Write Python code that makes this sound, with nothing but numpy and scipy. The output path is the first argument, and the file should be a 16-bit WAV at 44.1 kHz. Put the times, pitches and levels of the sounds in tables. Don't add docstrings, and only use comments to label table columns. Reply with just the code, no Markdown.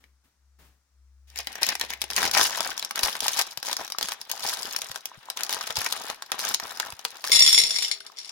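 import sys
import numpy as np
from scipy import signal
from scipy.fft import rfft, irfft, next_fast_len
from scipy.io import wavfile
from scipy.ndimage import uniform_filter1d, map_coordinates

SR = 44100
rng = np.random.default_rng(int(sys.argv[2]) if len(sys.argv) > 2 else 0)


def generate_wav(sig):
    pcm = np.round(np.clip(np.atleast_2d(sig).T, -1, 1) * 32767).astype(np.int16)
    wavfile.write(sys.argv[1], SR, pcm)


N = 366471
TIME = np.arange(N) / SR


def amp(db):
    return 10 ** (np.asarray(db) / 20)


def unit(x):
    return x / np.sqrt(np.mean(x ** 2) + 1e-20)


def fade(t, t60):
    return np.exp(-np.log(1000) * t / t60)


def along(points, hz):
    knots_hz, values = np.transpose(points)
    return np.interp(np.log(hz + 1), np.log(knots_hz), values)


def wobble(rate):
    knots = rng.standard_normal(int(N * rate / SR) + 4)
    return map_coordinates(knots, [np.arange(N) * rate / SR], order=2)


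def filtered(x, response):
    size = next_fast_len(N + SR // 4)
    return irfft(rfft(x, size) * response(np.fft.rfftfreq(size, 1 / SR)), size)[..., :N]


def coloured(x, spectrum):
    return unit(filtered(x, lambda hz: amp(along(spectrum, hz))))


def add(track, s, sound):
    part = track[..., max(round(s * SR), 0):][..., :sound.shape[-1]]
    part += sound[..., :part.shape[-1]]


def swells(rows, attack_s, t60, sag_db_per_s):
    power = np.zeros(N)
    for s, length, db in rows:
        t = np.arange(int((length + t60) * SR)) / SR
        hold = amp(db - sag_db_per_s * (t - length / 2))
        gain = hold * np.minimum(t / attack_s, 1) * fade(np.maximum(t - length, 0), t60)
        add(power, s, gain[max(round(-s * SR), 0):] ** 2)
    return 10 * np.log10(power + 1e-12)


def bursts(times, levels_db, spectrum, t60, after_db, after_t60, ripple_db, size=4096):
    track, t, hz = np.zeros((2, N)), np.arange(size) / SR, np.fft.rfftfreq(size, 1 / SR)
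    envelope = fade(t, t60) + amp(after_db) * fade(t, after_t60)
    knots_hz = np.geomspace(200, 18000, 36)
    for s, db in zip(times, levels_db):
        ripple = np.interp(hz, knots_hz, rng.standard_normal(len(knots_hz)))
        cepstrum = irfft(np.log(amp(along(spectrum, hz) + ripple_db * ripple)))
        minimum_phase = np.exp(rfft(2 * cepstrum[:size // 2], size) - cepstrum[0])
        burst = irfft(rfft(envelope * rng.standard_normal((2, size))) * minimum_phase)
        add(track, s, amp(db) * unit(burst) * np.sqrt(.005 * SR / size))
    return track


# (frequency [Hz], coherence [0 to 1])
COHERENCE = [(100, 0.88), (600, 0.84), (1500, 0.58), (4000, 0.054)]
def placed(pair, balance_db):
    def blend(hz):
        angle = np.arccos(np.clip(along(COHERENCE, hz), 0, 1)) / 2
        return np.array([np.cos(angle), np.sin(angle)])

    def lean(hz):
        gain = amp(np.array([[1], [-1]]) * along(balance_db, hz) / 2)
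        return gain / np.sqrt(np.mean(gain ** 2, axis=0))
    mid, side = filtered(pair, blend)
    return filtered(np.array([mid + side, mid - side]), lean)


# (frequency [Hz], reverberation time [s])
ROOM_T60 = [(150, 0.41), (800, 0.15), (4000, 0.19), (14000, 0.053)]
def room(x):
    hz, t, noise = signal.stft(rng.standard_normal((2, SR // 2)), SR, nperseg=256)
    tail = signal.istft(noise * amp(-60 * t / along(ROOM_T60, hz)[:, None]), SR, nperseg=256)[1]
    tail *= 1 - np.exp(-np.arange(tail.shape[1]) / SR / 0.00013)
    return signal.fftconvolve(x, tail / np.linalg.norm(tail[0]), axes=1)[:, :N]


# (frequency [Hz], relative spectral density [dB])
HISS_SPECTRUM = [(25, -19), (150, -4.5), (500, -13), (1400, -7.5), (3000, -16), (5800, -9), (15000, -24)]
BRUSH_SPECTRUM = [(230, -1), (500, -8.5), (1500, -6.5), (8500, -15)]
# (start [s], length [s], level [dB])
BRUSH_STROKES = [(0, 0.04, -66), (.237, 0.022, -66.5), (.585, 0.073, -58)]
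def background():
    hiss = coloured(rng.standard_normal((2, N)), HISS_SPECTRUM)
    brush = coloured(rng.standard_normal((2, N)), BRUSH_SPECTRUM)
    brush_db = swells(BRUSH_STROKES, attack_s=0.0069, t60=0.47, sag_db_per_s=22)
    return amp(-75) * hiss + amp(brush_db) * brush


# (start [s], length [s], relative level [dB])
HUM_SWELLS = [(-.06, 0.2, -56), (.33, 0.36, -54), (.88, 0.53, -48.5), (1.7, 0.57, -51)]
def hum(pitch_hz=66.5):
    level_db = swells(HUM_SWELLS, attack_s=0.13, t60=0.57, sag_db_per_s=-9) - 7
    hz = pitch_hz + 0.5 * wobble(7.6)
    return amp(level_db) * unit(np.sin(2 * np.pi * np.cumsum(hz) / SR))


# (time [s], level [dB], nominal pitch [Hz])
BAG_BUMPS = [(3.038, -32, 58.7), (3.576, -43, 131), (4.04, -40, 197), (4.899, -37, 116), (5.175, -41, 128),
             (5.78, -28.5, 101), (6.928, -39, 88)]
def bumps():
    track, t = np.zeros((2, N)), np.arange(SR // 4) / SR
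    envelope = fade(t, 0.049) * (1 - np.exp(-t / 0.0017))
    for s, db, hz in BAG_BUMPS:
        sinking_hz = hz * (0.92 + .5 * fade(t, 0.027))
        tone = np.sin(2 * np.pi * np.cumsum(sinking_hz) / SR)
        rumble = unit(signal.lfilter(*signal.butter(2, hz, fs=SR), rng.standard_normal((2, len(t)))))
        add(track, s, amp(db - 0.5) * (tone + .5 * rumble) * envelope)
    return track


HOLD_FROM_S, HOLD_TO_S = 1.35, 7.3
TAUT_UNTIL_S, SLACK_FROM_S = 1.95, 2.45
# (frequency [Hz], gain [dB])
TAUT_COLOUR = [(300, 1.5), (850, -2), (1300, -6.5), (2000, 6.5), (3500, 1)]
def taut(panels):
    stretch = np.interp(TIME, [TAUT_UNTIL_S, SLACK_FROM_S], [1, 0])
    return panels + stretch * filtered(panels, lambda hz: amp(along(TAUT_COLOUR, hz)) - 1)


def short_rings(rows, t60=0.012):
    track, t = np.zeros((2, N)), np.arange(SR // 20) / SR
    for s, db, hz in rows:
        phase_cycles = np.array([[0], [rng.random()]])
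        ring = np.sin(2 * np.pi * (hz * t + phase_cycles))
        add(track, s, amp(db) * ring * fade(t, t60) * (1 - np.exp(-t * hz)))
    return track


# (time [s], relative level [dB], pitch [Hz])
POPS_AND_KNOCKS = [(2.576, -30.5, 1010), (2.717, -36, 1550), (3.261, -25.5, 860), (3.695, -33.5, 915),
                   (4.336, -37, 840), (5.116, -40.5, 1000), (6.829, -33.5, 1650), (3.8, -36.5, 358),
                   (4.45, -28, 870), (4.65, -37.5, 388), (3.948, -35.5, 1200), (5.286, -36, 980),
                   (7.247, -33, 1140), (7.274, -37, 1680), (7.298, -34.5, 467), (8.008, -47, 1500),
                   (8.099, -46, 1110)]
def pops_and_knocks(flex_db, count=320, centre_hz=1030, spread_db=10):
    clear = amp(16.5) * short_rings(POPS_AND_KNOCKS)
    slot, strength, pitch = rng.random((count, 3)).T
    times = SLACK_FROM_S + (np.arange(count) + slot) / count * (N / SR - SLACK_FROM_S)
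    levels_db = np.interp(times, TIME, flex_db) - 5 + spread_db * strength ** 2
    hz = centre_hz * 2 ** (2 * pitch - 1)
    return clear + short_rings(zip(times, levels_db, hz))


# (frequency [Hz], relative spectral density [dB])
CREASE_SPECTRUM = [(600, -46), (1800, -17.5), (2800, -4.5), (5200, 3), (6700, -1), (8200, -8),
                   (10500, -4.5), (13000, -9.5), (15800, -9.5)]
PANEL_SPECTRUM = [(50, -23.5), (150, -21), (300, -12.5), (550, -8.5), (850, -1), (1600, -2.5), (2300, -7.5),
                  (4000, -7), (9000, -97.5)]
# (time [s], crack level [dB], flap level [dB])
CREASE_SNAPS = [(0.04, -58, -55), (1.359, -35.5, -44), (1.3878, -26, -48), (1.4712, -26.5, -31.5),
                (1.555, -32.5, -34), (1.6311, -14.5, -33), (1.6663, -22.5, -44), (1.6892, -19, -23.5),
                (1.753, -26, -30.5), (1.797, -29, -40), (1.812, -20, -28), (1.9042, -29.5, -32.5),
                (1.9358, -31.5, -32.5), (2.0168, -21, -35), (2.0202, -30.5, -29), (2.04, -31.5, -34),
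                (2.1027, -26, -33.5), (2.111, -30, -47), (2.164, -17, -42), (2.2296, -22.5, -21),
                (2.253, -22, -25), (2.313, -22, -35), (2.3495, -21.5, -20.5), (2.375, -16, -21),
                (2.4123, -16.5, -18), (2.606, -21, -25.5), (2.778, -25.5, -39), (2.795, -26.5, -45),
                (2.826, -28.5, -31), (2.8481, -25, -44), (2.9095, -25.5, -31), (2.992, -21.5, -27.5),
                (3.033, -16.5, -30), (3.153, -30.5, -32), (3.205, -21.5, -38), (3.2814, -16, -29),
                (3.3922, -18, -26), (3.413, -20.5, -28), (3.5743, -26.5, -38), (3.628, -28, -34),
                (3.7293, -21, -29.5), (3.767, -23.5, -35.5), (3.878, -35.5, -41), (3.901, -33.5, -37.5),
                (3.9212, -25.5, -37), (3.985, -22, -29.5), (4.011, -26, -31.5), (4.028, -21.5, -32),
                (4.086, -27.5, -30), (4.1199, -27.5, -29), (4.2142, -30.5, -42), (4.2995, -31, -35),
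                (4.315, -21, -39), (4.495, -24.5, -50), (4.763, -21, -31), (4.8179, -26, -34),
                (4.845, -36, -54), (4.915, -31, -35.5), (4.959, -29.5, -32.5), (5.056, -25.5, -41),
                (5.3008, -25.5, -32.5), (5.373, -27.5, -33), (5.408, -30.5, -32.5), (5.434, -20.5, -44),
                (5.4937, -26, -30), (5.527, -24, -30.5), (5.61, -30.5, -29.5), (5.674, -29.5, -30.5),
                (5.705, -29.5, -26.5), (5.7686, -21, -28), (5.8633, -26, -21.5), (5.9244, -20, -31.5),
                (6.1, -29.5, -28.5), (6.2228, -31.5, -34), (6.318, -21.5, -25.5), (6.392, -24.5, -30),
                (6.5403, -23, -40), (6.545, -16, -31), (6.599, -28.5, -30.5), (6.7993, -21.5, -23),
                (6.9233, -37.5, -33.5), (6.993, -36.5, -41.5), (7.0501, -21, -25.5), (7.2411, -28, -27.5)]
def snaps():
    times, crack_db, flap_db = np.transpose(CREASE_SNAPS)
    cracks = bursts(times, crack_db, CREASE_SPECTRUM, t60=.011, after_db=-11, after_t60=.036, ripple_db=3)
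    flaps = bursts(times, flap_db, PANEL_SPECTRUM, t60=.0044, after_db=-9, after_t60=.047, ripple_db=3)
    return cracks, flaps


def ticks(level_db, count=150, spread_db=9, ceiling_db=-25):
    slot, strength = rng.random((count, 2)).T
    times = HOLD_FROM_S + (np.arange(count) + slot) / count * (HOLD_TO_S - HOLD_FROM_S)
    tick_db = np.minimum(np.interp(times, TIME, level_db) + spread_db * strength, ceiling_db)
    return bursts(times, tick_db, CREASE_SPECTRUM,
                  t60=.007, after_db=-16, after_t60=.03, ripple_db=5.5, size=1024)


def crinkle(spectrum, level_db, rate, scatter_db, t60, rub, patchy_db, onset_rate):
    creases_per_s = rate * amp(.8 * (level_db + 42))
    buckles = rng.random(N) < creases_per_s / SR
    sizes = buckles * amp(scatter_db * np.minimum(rng.standard_normal(N), 1.7))
    power = signal.lfilter([1], [1, -fade(2 / SR, t60)], sizes ** 2)
    power /= np.abs(uniform_filter1d(power, size=3000)) + 1e-9
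    crease_share = (1 - rub) / (1 + (onset_rate / creases_per_s) ** 2)
    crackle = np.sqrt(1 - crease_share + crease_share * power) * rng.standard_normal((2, N))
    spectrogram = signal.stft(crackle, nperseg=128)[2]
    patches = uniform_filter1d(rng.standard_normal(spectrogram.shape[1:]), size=7, axis=0)
    patches = unit(uniform_filter1d(patches, size=8, axis=1))
    grains = signal.istft(spectrogram * amp(patchy_db * patches), nperseg=128)[1][:, :N]
    fingers_db = 1.6 * wobble(45)
    return amp(level_db + fingers_db) * coloured(grains, spectrum)


def effort(rows, held_db=-55.5):
    gripped = amp(swells(rows, attack_s=0.011, t60=0.12, sag_db_per_s=5))
    held = amp(held_db) * (TIME > HOLD_FROM_S) * (TIME < HOLD_TO_S)
    return 20 * np.log10(np.hypot(gripped, held))


# (start [s], length [s], fine crinkle level [dB], panel flexing level [dB])
HAND_GRIPS = [(1.269, 0.12, -56.5, -63.5), (1.358, 0.048, -39.5, -43), (1.48, 0.14, -48, -50.5),
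              (1.677, 0.053, -44, -42), (1.612, 0.11, -35.5, -33.5), (1.801, 0.048, -42.5, -40),
              (1.882, 0.046, -40.5, -42), (2.108, 0.095, -38, -42.5), (2.16, 0.12, -29.5, -31.5),
              (2.325, 0.043, -28, -30.5), (2.359, 0.098, -23, -28.5), (2.448, 0.27, -36, -36.5),
              (2.748, 0.11, -50, -43), (2.945, 0.096, -37, -39), (3.022, 0.063, -27.5, -31.5),
              (3.079, 0.1, -39, -39.5), (3.213, 0.18, -31, -37.5), (3.379, 0.029, -25, -30.5),
              (3.44, 0.083, -46, -48.5), (3.642, 0.074, -33, -38), (3.777, 0.07, -42, -40),
              (4.008, 0.12, -38, -44), (4.285, 0.25, -42, -45), (4.427, 0.11, -31, -37.5),
              (4.543, 0.24, -37.5, -41.5), (4.808, 0.16, -46.5, -49), (5.356, 0.15, -43.5, -41),
              (5.487, 0.08, -35, -37), (5.579, 0.14, -41, -43), (5.749, 0.12, -33, -37.5),
              (5.888, 0.24, -39.5, -41.5), (6.313, 0.066, -51, -40.5), (6.377, 0.15, -35, -41.5),
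              (6.429, 0.076, -33, -35.5), (6.615, 0.29, -44, -45), (7.074, 0.19, -50, -53),
              (7.244, 0.11, -33.5, -40), (7.328, 0.64, -50, -50.5), (8.027, 0.32, -60, -59.5)]
def bag():
    cracks, flaps = snaps()
    start, length, grip_fine_db, grip_flex_db = np.transpose(HAND_GRIPS)
    fine_db = effort(zip(start, length, grip_fine_db))
    flex_db = effort(zip(start, length, grip_flex_db))
    fine = crinkle(CREASE_SPECTRUM, fine_db - 1,
                   rate=190, scatter_db=6, t60=.012, rub=.15, patchy_db=2.8, onset_rate=25)
    flex = crinkle(PANEL_SPECTRUM, flex_db + 1,
                   rate=160, scatter_db=6, t60=.017, rub=.28, patchy_db=3.5, onset_rate=140)
    hollow = pops_and_knocks(flex_db)
    return cracks + ticks(fine_db) + fine + taut(flaps + flex) + hollow


# (frequency [Hz], level against a contact [dB])
PLATE_LOW_MODES = [(393, -57), (468, -57), (657, -52)]
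def plate_low_ring(times, levels_db, t60=1.3):
    track, t = np.zeros((2, N)), np.arange(SR) / SR
    modes = [amp(db) * np.exp(2j * np.pi * hz * t) * fade(t, t60) for hz, db in PLATE_LOW_MODES]
    for s, db in zip(times, levels_db):
        for mode in modes:
            add(track, s, amp(db) * (mode * np.exp(2j * np.pi * rng.random())).real)
    return track


# (frequency [Hz], relative spectral density [dB])
THUD_SPECTRUM = [(80, -4), (200, -12), (600, -37), (2000, -82)]
def table_thuds(times, levels_db, cushion_db_per_s=30):
    thud_db = levels_db - cushion_db_per_s * (times - min(times))
    return bursts(times, thud_db, THUD_SPECTRUM, t60=.03, after_db=-12, after_t60=.08, ripple_db=2)


# (frequency [Hz], relative level [dB], left minus right [dB])
PLATE_MODES = [(1863, -21, 12), (2120, -10, 11), (2830, -19, -5), (3450, -9, -4), (3515, -9, -3),
               (3585, -12, 5), (3795, -14, 11), (3994, -11, 6), (5205, -6, 2), (5400, -3, 0),
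               (5460, -1, -2), (5522, -2, -2), (7040, -3.5, 12), (7810, -19, 4), (8340, -21, 2),
               (9120, -9, 11), (9325, -6, 18), (9580, -12, 9), (10130, -19, 15), (12060, -16, 7),
               (12610, -22, 4), (12830, -24, 4), (14170, -30, 4), (15260, -26, 3)]
def plate_ring(times, levels_db, t60=.085, damping_per_s=2.6, muffle_db_per_s=9.5, rise_per_s=.012):
    track, t = np.zeros((2, N)), np.arange(SR // 15) / SR
    hz, mode_db, side_db = np.transpose(PLATE_MODES)
    sides = amp(np.array([side_db, -side_db]) / 2)
    sides /= np.linalg.norm(sides, axis=0)
    for s, db in zip(times, levels_db):
        elapsed = s - min(times)
        strength = sides * amp(mode_db + 3.5 * rng.standard_normal(hz.shape))
        pitch = hz * (1 + rise_per_s * elapsed + .0011 * rng.standard_normal(hz.shape))
        phase = (2 * np.pi * np.outer(pitch, t)).astype(np.float32)
        offset = 2 * np.pi * rng.random(sides.shape)
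        ring = (strength * np.cos(offset)) @ np.sin(phase) + (strength * np.sin(offset)) @ np.cos(phase)
        envelope = fade(t, t60 / (1 + damping_per_s * elapsed)) * (1 - np.exp(-t / 0.0004))
        add(track, s, amp(db - muffle_db_per_s * elapsed) * unit(ring * envelope))
    return track


# (frequency [Hz], relative spectral density [dB])
CLICK_SPECTRUM = [(100, -29), (600, -18), (1500, -15.5), (2200, -6), (2700, -6), (3900, -0.5), (5400, 4.5),
                  (6100, -5.5), (8500, -15), (9700, -13), (11400, -29), (12400, -17), (13500, -34)]
def candy_clicks(times, levels_db):
    return bursts(times, levels_db, CLICK_SPECTRUM, t60=.012, after_db=-14, after_t60=.04, ripple_db=4)


# (start [s], length [s], level [dB])
HEAP_STIRS = [(7.318, 0.25, -13.5), (7.58, 0.29, -23), (8.155, 0.14, -35.5)]
def jostling(hits, count=160, spread_db=10):
    slot, weakness = rng.random((count, 2)).T
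    times = min(hits) + np.ptp(hits) * (np.arange(count) + slot) / count
    stir_db = swells(HEAP_STIRS, attack_s=0.011, t60=0.36, sag_db_per_s=12)
    return times, np.interp(times, TIME, stir_db) - spread_db * weakness


# (frequency [Hz], left minus right [dB])
CANDY_BALANCE = [(700, 3), (2100, 8.5), (2900, -4), (4400, 15), (5600, 7), (9400, -2)]
# (time [s], level [dB])
CANDY_CONTACTS = [(7.3177, -8.5), (7.3297, -11.5), (7.3498, -13), (7.3592, -12), (7.3905, -10),
                  (7.4041, -7), (7.4221, -8), (7.463, -11), (7.476, -9), (7.4836, -11.5), (7.5284, -9),
                  (7.5452, -10), (7.5783, -6.5), (7.585, -8), (7.6003, -12.5), (7.615, -16),
                  (7.6373, -14.5), (7.667, -20), (7.69, -25), (7.7064, -17.5), (7.743, -22.5),
                  (7.7614, -15), (7.773, -21.5), (7.786, -16), (7.8238, -15.5), (7.836, -26),
                  (7.8475, -16.5), (7.881, -26), (7.9137, -13.5), (8.004, -31.5), (8.0645, -30.5),
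                  (8.186, -26), (8.247, -33), (8.293, -28.5)]
def candies(rebound_s=.006, rebound_db=-10.5):
    hits, hit_db = np.transpose(CANDY_CONTACTS)
    rebounds = hits + rebound_s * (.5 + rng.random(len(hits)))
    jostles, jostle_db = jostling(hits)
    contacts = np.concatenate([hits, rebounds, jostles])
    contact_db = np.concatenate([hit_db, hit_db + rebound_db, jostle_db])
    clicks = candy_clicks(contacts, contact_db - 8.5)
    ring = plate_ring(contacts, contact_db - 12.5)
    thuds = table_thuds(hits, hit_db - 36.5)
    low_ring = plate_low_ring(hits, hit_db)
    return placed(clicks + thuds + low_ring, CANDY_BALANCE) + ring


# (frequency [Hz], left minus right [dB])
BAG_BALANCE = [(180, 3.5), (550, 5.5), (4970, 3)]
def scene():
    film = placed(bag(), BAG_BALANCE)
    pour = candies()
    low = (bumps() + hum()) * amp([[1.6], [-2.6]])
    reverberation = amp(-11.5) * room(film) + amp(-6) * room(pour)
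    return film + pour + low + reverberation + placed(background(), BAG_BALANCE)


def record(dry, lead_s=7e-5, top_hz=16000):
    arrived = filtered(dry, lambda hz: np.exp(1j * np.pi * hz * np.array([[1], [-1]]) * lead_s))
    return filtered(np.clip(arrived, -1, 1), lambda hz: hz < top_hz)


dry = scene()
out = record(dry)
generate_wav(out)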